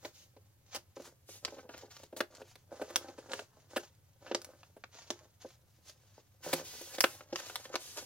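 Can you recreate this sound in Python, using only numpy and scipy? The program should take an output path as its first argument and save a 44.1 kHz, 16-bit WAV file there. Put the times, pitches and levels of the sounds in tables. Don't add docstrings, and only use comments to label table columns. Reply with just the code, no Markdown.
import sys
import numpy as np
from scipy import signal
from scipy.fft import rfft, irfft, next_fast_len
from scipy.io import wavfile
from scipy.ndimage import uniform_filter1d, map_coordinates

SR = 44100
rng = np.random.default_rng(int(sys.argv[2]) if len(sys.argv) > 2 else 0)


def log_audio(samples):
    frames = np.atleast_2d(samples).T
    limited = np.clip(frames, -1, 1)
    pcm = np.round(limited * 32767).astype(np.int16)
    wavfile.write(sys.argv[1], SR, pcm)


def amplitude_ratio(level_db):
    exponent = np.asarray(level_db, float) / 20
    return 10 ** exponent


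N = 355005
TIME = np.arange(N) / SR

# (frequency [Hz], level [dB])
PAPER_TONE = [(250, -32), (700, 1.5), (1300, -1.5), (2500, -8), (6500, -7.5), (8500, -26)]
# (frequency [Hz], level [dB])
FINE_TONE = [(4500, -41), (7500, 1), (11000, -0.5), (15500, -4.5)]


def colour(x, points):
    hz, db = np.transpose(points)
    size = next_fast_len(N)
    bins_hz = np.arange(size // 2 + 1) * SR / size
    gain = amplitude_ratio(np.interp(np.log(bins_hz + 1), np.log(hz), db))
    return irfft(rfft(x, size) * gain, size)[..., :N] / np.sqrt(np.mean(gain ** 2))


def unit(x):
    return x / np.sqrt(np.mean(x ** 2))


def walk(rate):
    hold = int(SR / rate)
    steps = np.repeat(rng.standard_normal(N // hold + 1), hold)
    return uniform_filter1d(steps, hold)[:N]


def grains(per_s, spread_db):
    moments = rng.random(N) < per_s / SR
    sizes = amplitude_ratio(spread_db * np.minimum(rng.exponential(size=N), 3))
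    return unit(moments * rng.standard_normal(N) * sizes)


def ring(x):
    # (frequency [Hz], level [dB], t60 [s])
    parcel = [(353.7, 1.5, 0.1), (429.4, 1, 0.072), (541.5, 10, 0.032), (597.6, 10.5, 0.04),
              (805.5, 7.5, 0.027), (1560, -2, 0.035)]
    t = TIME[:SR // 8]
    modes = np.array([amplitude_ratio(db) * np.sin(2 * np.pi * hz * t) * 1000. ** (-t / t60) for hz, db, t60 in parcel])
    modes = modes / np.abs(modes.sum(axis=0)).max()
    spots = np.array([x * amplitude_ratio(3.5 * np.clip(walk(25), -2, 1.5)) for _ in parcel])
    body = signal.fftconvolve(spots, modes, axes=1).sum(axis=0)[:N]
    return signal.sosfilt(signal.butter(N=4, Wn=250., btype="high", fs=SR, output="sos"), body)


def handling():
    # (start [s], length [s], hiss level [dB], parcel shaking level [dB], fine skin hiss level [dB])
    drags = [(0.147, 0.094, -66.5, -81, -74), (0.96, 0.071, -67.5, -74, -83),
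             (1.292, 0.071, -60.5, -73.5, -64.5), (1.443, 0.16, -65, -59, -81),
             (1.711, 0.12, -65, -57, -81), (1.91, 0.12, -65, -66.5, -77), (2.322, 0.095, -66.5, -59.5, -82),
             (2.476, 0.048, -67.5, -72, -80.5), (2.725, 0.3, -66, -52, -77.5), (2.91, 0.2, -63, -52.5, -77),
             (3.182, 0.11, -70, -57, -81.5), (3.307, 0.086, -56, -50, -66.5),
             (3.51, 0.14, -81, -69.5, -102), (3.708, 0.13, -64, -60, -75.5),
             (4.225, 0.12, -70.5, -63.5, -87), (4.369, 0.15, -70.5, -60, -79),
             (4.54, 0.16, -76.5, -72.5, -86), (4.93, 0.2, -63, -68, -82.5),
             (5.107, 0.14, -72.5, -65.5, -91), (5.416, 0.094, -66, -71, -81.5),
             (6.0, 0.11, -75, -75.5, -84.5), (6.448, .14, -48.5, -48.5, -57.5),
             (6.65, 0.29, -53, -62, -59.5), (7.057, 0.1, -54.5, -57, -62.5), (7.183, 0.17, -71, -66.5, -91),
             (7.361, 0.29, -54.5, -57, -66), (7.802, 0.27, -55, -66, -62)]
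    # (peak time [s], hiss level [dB], parcel shaking level [dB], fine skin hiss level [dB])
    squeezes = [(0.056, -57, -53.5, -65.5), (0.751, -52.5, -58.5, -71), (1.061, -57.5, -49.5, -65),
                (5.888, -57.5, -66.5, -67.5), (6.181, -67.5, -66, -80), (6.946, -49, -47.5, -59.5),
                (7.03, -77, -82, -47), (7.748, -54, -41, -77), (7.983, -48, -49, -59)]
    # hiss, parcel shaking and fine skin hiss levels [dB]
    resting = [-82.5, -82, -93]
    drag_rise, drag_sag, drag_fall = 705, 13.5, 239
    squeeze_rise, squeeze_fall = 343, 333

    power = amplitude_ratio(np.array(resting))[:, None] ** 2 * np.ones(N)
    for start, length, *db in drags:
        t = TIME - start
        after_db = drag_sag * t + drag_fall * np.maximum(t - length, 0)
        lost_db = np.where(t < 0, -drag_rise * t, after_db)
        power = power + np.outer(amplitude_ratio(np.array(db)) ** 2, amplitude_ratio(-2 * lost_db))
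    for peak, *db in squeezes:
        t = TIME - peak
        lost_db = np.where(t < 0, -squeeze_rise * t, squeeze_fall * t)
        power = power + np.outer(amplitude_ratio(np.array(db)) ** 2, amplitude_ratio(-2 * lost_db))
    return 10 * np.log10(power)


def rubbing():
    # (frequency [Hz], level [dB])
    hiss_tone = [(250, -36), (800, -3.5), (2800, -2.5), (5000, -0.5), (6800, 2), (7800, -14.5), (9500, -47)]
    # (frequency [Hz], level [dB])
    bright_tone = [(1500, -12.5), (3000, -3), (5600, -0.5), (6700, 2), (7400, -16), (9000, -40.5)]
    # (frequency [Hz], level [dB])
    crumple_tone = [(500, -14.5), (900, 2), (1700, -3), (2600, -23)]

    hiss_db, shake_db, fine_db = handling()
    bending = np.clip((hiss_db - fine_db - 5.5) / 8, .15, 1)
    scraping = np.clip(0.39 + (hiss_db - shake_db) / 7, .2, 2.5)
    grip = bending * walk(70)
    crackle = bending * grains(450, 6.)
    ticks = colour(bending * grains(300, 2.5), PAPER_TONE)

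    smooth = colour(rng.standard_normal(N) + 0.69 * crackle, hiss_tone)
    smooth = smooth / (.6 + .4 * scraping ** 2) * amplitude_ratio(1.5 * walk(14))
    bright = colour(rng.standard_normal(N) + 0.2 * crackle, bright_tone)
    bright = scraping * bright * amplitude_ratio(0.85 * walk(9.5))
    hiss = (smooth + 0.9 * ticks + bright) * amplitude_ratio(hiss_db + 3.5 * grip)

    fine = colour(rng.standard_normal(N) + 0.62 * crackle, FINE_TONE) * amplitude_ratio(fine_db + 2.5 * grip)

    knocks = grains(120, 3.7) + 0.35 * rng.standard_normal(N)
    rattle = colour(unit(knocks + grains(530, 2.0)), crumple_tone)
    shake = (unit(ring(knocks)) + 0.45 * rattle) * amplitude_ratio(shake_db + 0.69 * walk(31))
    return amplitude_ratio(-0.5) * shake, amplitude_ratio(-3.5) * hiss + amplitude_ratio(6.0) * fine


def ports(x, late_ms=0, extra_ms=0):
    # (time [s], left port lag [ms])
    hand = [(0, 0.055), (.9, 0.051), (1.2, -0.092), (2.3, -0.048), (2.7, 0.039), (5.3, 0.04), (6.1, -0.048),
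            (8.05, -0.1)]
    lag_ms = np.interp(TIME, *np.transpose(hand)) + extra_ms
    delays_ms = [late_ms + side * lag_ms / 2 for side in (1, -1)]
    return np.array([map_coordinates(x, [np.arange(N) - delay * SR / 1000]) for delay in delays_ms])


def quiet():
    # (frequency [Hz], level [dB])
    background = [(25, -22.5), (48, -35), (66, -15.5), (92, -5), (120, -9.5), (229, -27), (1290, -40),
                  (7310, -46), (14000, -40.5), (16000, -43.5)]
    # (frequency [Hz], level [dB])
    unlike = [(30, -5), (110, -15), (500, 0)]
    mid, side = rng.standard_normal((2, N))
    side = colour(side, unlike)
    both = colour(mid + side * np.array([[1], [-1]]), background)
    return amplitude_ratio(-67) * both / np.sqrt(np.mean(both.mean(axis=0) ** 2))


def near_echoes(low, high):
    # (delay [ms], level [dB], extra left port lag [ms])
    surfaces = [(4.099, -4, 0.064), (8.5, -16.5, -0.12)]
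    source = amplitude_ratio(-5) * low + high
    out = 0
    for ms, db, extra in surfaces:
        late_ms = ms + 0.24 * walk(6.6)
        out = out + amplitude_ratio(db) * ports(source, late_ms, extra + 0.022 * walk(9.1))
    return out


def room(x, db, alike, count=5):
    t60 = 0.14
    t = TIME[:SR // 3]
    fade = 1000. ** (-t / t60) * np.clip(t / 0.0004, 0, 1)
    places = np.array([np.exp(walk(6)) ** 2 for _ in range(count)])
    out = 0
    for share in places / np.sqrt(np.sum(places ** 2, axis=0)):
        mid, side = rng.standard_normal((2, len(t))) * fade
        tails = np.sqrt(1 + alike) * mid + np.sqrt(1 - alike) * side * np.array([[1], [-1]])
        tails = tails / np.sqrt(np.mean(np.sum(tails ** 2, axis=1)))
        out = out + signal.fftconvolve(share * x[None], tails)
    return amplitude_ratio(db) * out[:, :N]


def even(x):
    lines = rfft(x)
    size = np.abs(lines)
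    return irfft(lines / (size + 0.45 * size.mean()), len(x))


def snaps():
    # (time [s], level [dB], crisp share [dB], top share [dB], crisp centre [Hz])
    creases = [(0.364, -45, -21, -41, 2450), (.966, -33, -29, -62, 1290), (.995, -33, -34, -49, 1350),
               (1.287, -41, -22, -30, 1510), (1.449, -27.5, -1, -33, 4700), (1.478, -36, -14, -28, 1390),
               (1.518, -36.5, -43, -38, 1660), (1.535, -41.5, -37, -43, 1520),
               (1.564, -39.5, -30, -40, 1400), (1.647, -39, -43, -45, 1400), (1.69, -34, -18.5, -35, 1600),
               (1.778, -47.5, -3.5, -10, 4430), (1.83, -35, -47, -40, 1560), (1.842, -46, -32, -45, 1500),
               (1.966, -49, 0, -16, 4600), (2.033, -41.5, -10.5, -20, 3980),
               (2.125, -32.5, -32.5, -40, 1560), (2.204, -21, -10, -22, 1640),
               (2.35, -52.5, -0.5, -8, 4560), (2.415, -36, -20, -33, 1620), (2.555, -48, -7, -15.5, 2290),
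               (2.814, -25.5, -22, -29, 1510), (2.901, -37.5, -16, -21, 1900), (2.959, -22, -1.5, -9, 3400),
               (3.084, -37, -18, -37, 2500), (3.182, -35, -22, -29, 1500), (3.293, -38.5, -17, -32, 1600),
               (3.317, -36.5, -3, -30, 4360), (3.333, -31.5, -5.5, -17, 1760),
               (3.391, -36.5, -7, -20, 1610), (4.312, -22, -20, -58, 1620), (4.347, -20.5, -5.5, -45, 4900),
               (4.417, -48.5, 1, -7, 5000), (4.446, -44, -0.5, -7, 5500), (4.632, -57, 0.5, -35, 1520),
               (4.764, -39.5, -28, -28.5, 1630), (4.838, -40.5, -6.5, -42, 1450),
               (5.104, -26.5, -6, -21, 3540), (5.444, -32, -44.5, -60, 5300), (5.897, -52.5, 2, -9, 5400),
               (6.46, -27.5, -28, -29, 4300), (6.596, -33, -23, -40, 1660), (6.811, -36.5, -16, -18, 3840),
               (6.982, -28, -12.5, -29, 2090), (7.006, -20, 1, -9, 5240), (7.0393, -16, -6, -23, 1560),
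               (7.207, -45, -7.5, -35, 1340), (7.325, -25.5, -19.5, -54, 3070),
               (7.358, -32.5, -1.5, -24, 2940), (7.401, -40.5, -8, -15, 1560),
               (7.497, -39.5, -7, -19, 1570), (7.557, -35, 0, -7.5, 2160), (7.653, -40.5, -8.5, -33, 1840),
               (7.739, -26, -18, -46, 1320), (7.755, -27, -4, -21, 2470), (7.979, -38, -17, -35, 2650)]
    # (time [s], level [dB], crisp share [dB], top share [dB], crisp centre [Hz], length [ms])
    crunches = [(.047, -31.5, -11, -25, 2200, 7.8), (0.745, -29.5, -6, -12.5, 3000, 24.5),
                (1.582, -34, -21.5, -37, 1440, 9), (1.737, -39, -11.5, -32, 1470, 11),
                (2.163, -35, -7, -11, 4230, 31), (3.761, -21.5, -12, -19.5, 1640, 14.8),
                (4.26, -41, -9, -29, 1600, 54), (6.528, -17.5, -11.5, -14, 2300, 8.8)]
    buckle_ms, dull_ms_per_db, buckle_scatter = 1.0, 0.22, 0.11
    sag_s = 0.036
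    overtone = 1.63

    thump, crack, edge = np.zeros((3, N + SR))
    t = TIME[:SR // 12]
    for s, db, crisp_db, top_db, hz, *length_ms in creases + crunches:
        chance = rng.standard_normal((4, len(t)))
        span_ms = max(buckle_ms - dull_ms_per_db * crisp_db, .3) * np.exp(buckle_scatter * chance[3, -1])
        span = span_ms / 1000
        decay = np.exp(-np.maximum(t - sum(length_ms) / 1000, 0) / span - t / sag_s)
        swell = decay * (1 - np.exp(-t / (0.22 * span))) ** 2
        slips = np.repeat(chance[3], 24)[:len(t)]
        shape = swell * amplitude_ratio(5.5 * np.clip(slips, -2, 2))
        fade = np.sqrt(np.clip(3 * swell / swell.max(), 0, 1))

        burst = even(chance[1] * shape) * fade
        band = [hz / 4, min(2.96 * hz, 12000)]
        soft = signal.lfilter(*signal.butter(N=2, Wn=band, btype="band", fs=SR), burst)
        peaks = sum(signal.lfilter(*signal.iirpeak(f, 5., fs=SR), burst) for f in (hz, overtone * hz))
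        burst = .4 * soft + peaks
        push = uniform_filter1d(even(chance[0] * swell) * fade, size=20)
        top = even(chance[2] * shape) * fade

        dull = np.sqrt(np.clip(1 - amplitude_ratio(crisp_db) ** 2, .02, 1))
        at = slice(int(s * SR), int(s * SR) + len(t))
        thump[at] += amplitude_ratio(db) * dull * push / np.sqrt(np.sum(push ** 2))
        crack[at] += amplitude_ratio(db + crisp_db) * burst / np.sqrt(np.sum(burst ** 2))
        edge[at] += amplitude_ratio(db + top_db) * top / np.sqrt(np.sum(top ** 2))

    low = amplitude_ratio(-11.5) * ring(thump[:N])
    high = amplitude_ratio(21.0) * colour(crack[:N], PAPER_TONE) + amplitude_ratio(26.0) * colour(edge[:N], FINE_TONE)
    return low, high


def table():
    # (time [s], level [dB])
    knocks = [(6.467, -45.5), (6.537, -39.5), (7.323, -48)]
    hz, t60 = 160.4, 0.21
    start, db = np.transpose(knocks)
    t = np.maximum(TIME - start[:, None], 0)
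    onset = 1 - np.exp(-t / 0.0013)
    rings = np.sin(2 * np.pi * hz * t) * 1000. ** (-t / t60) * onset
    return amplitude_ratio(db) @ rings


def scene():
    low, high = np.add(snaps(), rubbing())
    low = low + table()
    direct = ports(low + high)
    reverb = room(low, -11, 0.69) + room(high, -9, 0.11)
    return direct + near_echoes(low, high) + reverb + quiet()


def top_cut(x):
    return signal.sosfilt(signal.butter(12, 16810, fs=SR, output="sos"), x)


def record(dry):
    low_pass = signal.ellip(N=8, rp=.2, rs=60, Wn=15900, fs=SR, output="sos")
    mix = signal.sosfilt(low_pass, dry)
    return top_cut(mix)


dry = scene()
out = record(dry)
log_audio(out)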